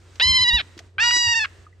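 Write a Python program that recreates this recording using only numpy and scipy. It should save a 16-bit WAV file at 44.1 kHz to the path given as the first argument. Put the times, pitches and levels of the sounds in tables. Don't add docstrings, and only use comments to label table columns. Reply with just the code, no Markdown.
import sys
import numpy as np
from scipy import signal
from scipy.fft import rfft, irfft, next_fast_len
from scipy.io import wavfile
from scipy.ndimage import uniform_filter1d

SR = 44100
rng = np.random.default_rng(int(sys.argv[2]) if len(sys.argv) > 2 else 0)


def pcm_store(signal):
    levels = np.round(np.clip(np.atleast_2d(signal), -1, 1) * 32767)
    wavfile.write(sys.argv[1], SR, levels.astype(np.int16).T)


N = 79380
T = np.arange(N) / SR
SIZE = next_fast_len(2 * N)
FREQS = np.maximum(np.arange(SIZE // 2 + 1) * SR / SIZE, 1)

# frequency in Hz, relative level in dB.
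NOISE_SPECTRUM = [(25, -13.5), (60, 13.5), (220, -4.5), (380, 1.5), (800, -12), (1300, -11.5), (2200, -16),
                  (8500, -23.5), (10500, -41)]
RUSTLE_SPECTRUM = [(300, -7.5), (3000, -1.5), (6000, -3.5), (11500, -28)]
# time in seconds, low body in dB, hiss in dB.
NOISE_LEVELS = [(0, -56.5, -62), (.3, -53.5, -52.5), (.7, -54.5, -58), (.86, -52.5, -62.5),
                (.92, -62.5, -72), (.975, -51, -73.5), (1.1, -53, -50), (1.63, -54, -60),
                (1.71, -60, -70.5)]
# time of the peak in seconds, level there in dB.
RUSTLES = [(.158, -45.5), (0.779, -41.5), (0.792, -36.5)]
# time in seconds, pitch in Hz.
ARCH_1 = [(.199, 426), (.207, 692), (.212, 894), (.228, 998.7), (.29, 1043), (.36, 1033), (.425, 1019),
          (.56, 968.6), (.582, 878), (.598, 751.4), (.615, 526)]
ARCH_2 = [(.983, 770), (1.0, 845), (1.015, 912), (1.04, 953), (1.135, 972), (1.3, 948), (1.385, 920),
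          (1.444, 845), (1.448, 560), (1.458, 530)]
# time in seconds, level in dB, relative treble gain in dB.
EFFORT_1 = [(.2, -17, -10.5), (0.211, -18.5, -18.5), (0.226, -15, -1), (0.292, -15.5, 2.5),
            (0.441, -15.5, 0), (0.557, -15.5, -6), (0.584, -23, -14), (.603, -23, -17.5), (.616, -28, -16)]
EFFORT_2 = [(.983, -21.5, -39.5), (1.003, -18.5, 0.5), (1.061, -18, 5.5), (1.171, -18, 13), (1.382, -19, 7),
            (1.435, -21, -1), (1.458, -24.5, -7.5), (1.462, -31, -46)]
# time in seconds, roughness and period doubling from 0 to 1.
GRAIN_1 = [(.209, .45, .3), (.215, .025, .03), (.235, .003, .02), (.58, .002, .002), (.587, .25, .1),
           (.615, .3, .15)]
GRAIN_2 = [(1.0, .13, .3), (1.018, .015, .07), (1.034, .04, .3), (1.104, .015, .13), (1.11, .25, .45),
           (1.117, .01, .12), (1.155, .005, .04), (1.167, .035, .1), (1.18, .001, .02), (1.444, .002, .006),
           (1.45, .14, .1)]
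# start in seconds, end in seconds, depth from 0 to 1.
CATCHES = [(0.258, 0.276, .35), (0.32, 0.344, .45), (.378, 0.41, .55), (0.442, 0.478, .8), (0.5, 0.534, 1),
           (1.102, 1.11, 0.6), (1.225, 1.226, 0.4), (1.274, 1.284, 0.6), (1.34, 1.351, 1),
           (1.397, 1.406, 0.9)]
# frequency in Hz, relative gain in dB.
THROAT_1 = [(300, -13.5), (1000, -16), (1750, -2.5), (2900, -3.5), (3950, 3.5), (4500, -10), (5150, -5.5),
            (5900, -18.5), (7200, -22), (8100, -33), (9300, -26.5), (11000, -52.5), (15000, -61)]
THROAT_2 = [(300, -33.5), (540, -34), (1300, 14), (1700, 11.5), (2800, 7.5), (3850, -3.5), (4800, -0.5),
            (5800, -9), (6700, -16.5), (7700, -17), (9700, -43.5), (11000, -51.5), (15000, -78.5)]
# frequency in Hz, left over right in dB, left lead in radians.
IMAGE_1 = [(1080, 0, 0.93), (1975, -0.5, -2), (2940, 2, 0.47), (4050, -2.5, 1), (5200, 2, 0.5),
           (6390, 2, 1)]
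IMAGE_2 = [(1030, 2.5, -0.94), (1870, 1, 1.72), (2550, -6.5, 0.14), (3794, 0, 0.61), (4970, -0.5, -0.84),
           (6200, -8.5, -1.2)]
# time of the peak in seconds, frequency in Hz, peak in dB.
BUMPS = [(.27, 78.7, -22), (0.302, 76.2, -21), (0.416, 91.6, -26.5), (0.544, 60.8, -19.5),
         (1.279, 92.6, -30.5)]
# time of the peak in seconds, frequency in Hz, peak in dB.
SMALL_IMPACTS = [(.77, 327, -36), (.806, 676, -43.5), (1.165, 335, -34), (1.668, 1232, -39.5),
                 (1.73, 1970, -51)]


def from_db(db):
    return 10 ** (np.asarray(db) / 20)


def rms_one(x):
    return x / np.sqrt(np.mean(x ** 2) + 1e-20)


def in_time(rows):
    s, *columns = np.transpose(rows)
    return [np.interp(T, np.sort(s), c) for c in columns]


def in_frequency(rows):
    hz, *columns = np.transpose(rows)
    return [np.interp(np.log(FREQS), np.log(hz), c) for c in columns]


def filtered(x, response):
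    return irfft(rfft(x, SIZE) * response, SIZE)[..., :N]


def colour(x, spectrum):
    cepstrum = irfft(np.log(from_db(in_frequency(spectrum)[0])), SIZE)
    cepstrum[1:SIZE // 2] *= 2
    cepstrum[SIZE // 2 + 1:] = 0
    return filtered(x, np.exp(rfft(cepstrum)))


def split(x, hz, order):
    low = filtered(x, 1 / (1 + (FREQS / hz) ** order))
    return low, x - low


def smooth(x):
    return uniform_filter1d(uniform_filter1d(x, size=300), size=220)


def drift(hz):
    return rms_one(filtered(rng.standard_normal(N), 1 / (1 + (FREQS / hz) ** 2) ** 2))


def swell(s, rise, decay):
    return np.exp(-.5 * (np.minimum(T - s, 0) / rise) ** 2 - np.maximum(T - s, 0) / decay)


def stereo_noise(spectrum, side_db=-8):
    mid, side = rng.standard_normal((2, N))
    return rms_one(colour(mid + from_db(side_db) * side * [[1], [-1]], spectrum))


def hum(hz=90.5, level_db=-50.5, waver_db=1.2):
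    return np.sqrt(2) * from_db(level_db + waver_db * drift(17)) * np.sin(2 * np.pi * hz * T)


def background_noise():
    body, hiss = split(stereo_noise(NOISE_SPECTRUM), hz=1010, order=4)
    body_db, hiss_db = in_time(NOISE_LEVELS)
    return from_db(body_db) * rms_one(body) + from_db(hiss_db) * rms_one(hiss)


def handling():
    bursts = sum(from_db(db) * swell(s, rise=.0014, decay=.0052) for s, db in RUSTLES)
    return stereo_noise(RUSTLE_SPECTRUM) * bursts


def pulses(times, sizes, half_width=16):
    train = np.zeros(N)
    at = (times * SR).astype(int)[:, None] + np.arange(-half_width, half_width + 1)
    offset = at - times[:, None] * SR
    window = np.cos(np.pi * offset / (2 * half_width + 2)) ** 2
    np.add.at(train, np.clip(at, 0, N - 1), sizes[:, None] * np.sinc(offset) * window)
    return train


def syrinx(pitch, grain, start, end, jitter_cycles=.15, shimmer_db=7, doubling_cycles=.024):
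    cycles = np.cumsum(pitch) / SR
    first, last = np.interp([start, end], T, cycles)
    times = np.interp(np.arange(first, last + .5), cycles, T)
    rough, doubling, hz = (np.interp(times, T, c) for c in (*in_time(grain), pitch))
    doubling *= from_db(3.5 * np.interp(times, T, drift(44)))
    alternate = (-1) ** np.arange(len(times))
    jitter, shimmer = rng.standard_normal((N // 100, 2))[:len(times)].T
    delays = (jitter_cycles * rough * jitter + doubling_cycles * doubling * alternate) / hz
    sizes = (1 + doubling * alternate / 2) * from_db(shimmer_db * rough * shimmer)
    sounding = (T > times[0]) & (T < times[-1] + 1 / hz[-1])
    return pulses(times + delays, sizes), sounding


def vocal_tract(train, throat, wander_db=1.6):
    rest = split(colour(train, throat), hz=200, order=6)[1]
    voice = 0
    for hz in (1450, 2450, 3450, 4400, 5400, 7300):
        band, rest = split(rest, hz, order=24)
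        voice += band * from_db(wander_db * drift(22))
    return voice + rest


def levelled(voice, sounding):
    power = smooth(voice ** 2) / np.maximum(smooth(1. * sounding), 1e-3)
    power = np.interp(T, T[sounding], power[sounding])
    return voice / np.sqrt(power + 1e-12)


def placed(voice, image):
    balance_db, lead = in_frequency(image)
    left = from_db(balance_db / 2) * np.exp(.5j * lead)
    return filtered(voice, np.array([left, 1 / left]))


def cry(arch, effort, grain, throat):
    catch_in_s, catch_out_s = .0028, .005
    sag_hz, loss_db, dull_db = 53.65, 3.5, 6
    waver_hz, flutter_db = 1.5, .8
    catch = sum(depth * (np.tanh((T - start) / catch_in_s) - np.tanh((T - end) / catch_out_s)) / 2
                for start, end, depth in CATCHES)
    pitch = in_time(arch)[0] - sag_hz * catch + waver_hz * drift(60)
    level_db, treble_db = in_time(effort)
    train, sounding = syrinx(pitch, grain, start=arch[0][0], end=arch[-1][0])
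    low, treble = split(vocal_tract(train, throat), hz=4000, order=8)
    voice = low + treble * from_db(treble_db - dull_db * catch)
    return levelled(voice, sounding) * from_db(level_db - loss_db * catch + flutter_db * drift(22))


def reflections(x, gain_db, t60_s, cutoff_hz):
    scatter = split(rng.standard_normal((2, N)), cutoff_hz, order=2)[0]
    echoes = scatter * from_db(-60 * T / t60_s) * (T > .003)
    echoes /= np.sqrt(np.sum(echoes ** 2) / 2)
    return from_db(gain_db) * filtered(x, rfft(echoes, SIZE))


def damped_tones(rows, rise, decay):
    return sum(from_db(db) * swell(s, rise, decay) * np.sin(2 * np.pi * hz * (T - s))
               for s, hz, db in rows)


def bumps(rumble_db=-17):
    rumble = rms_one(split(rng.standard_normal(N), hz=218, order=6)[0])
    envelope = sum(from_db(db) * swell(s, rise=.023, decay=.043) for s, _, db in BUMPS)
    return damped_tones(BUMPS, rise=.0082, decay=.022) + from_db(rumble_db) * rumble * envelope


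def small_impacts():
    return damped_tones(SMALL_IMPACTS, rise=.0011, decay=.0058)


def scene():
    gull = placed(cry(ARCH_1, EFFORT_1, GRAIN_1, THROAT_1), IMAGE_1)
    gull += placed(cry(ARCH_2, EFFORT_2, GRAIN_2, THROAT_2), IMAGE_2)
    deck = reflections(gull, gain_db=-24, t60_s=.07, cutoff_hz=4000)
    boat_ring = reflections(gull, gain_db=-38, t60_s=.95, cutoff_hz=2036)
    around = bumps() + small_impacts() + handling() + hum() + background_noise()
    return gull + deck + boat_ring + around * from_db([[-.45], [.45]])


def record(dry, stopband_hz=16200):
    return signal.sosfilt(signal.cheby2(14, 70, stopband_hz, fs=SR, output="sos"), dry)


dry = scene()
out = record(dry)
pcm_store(out)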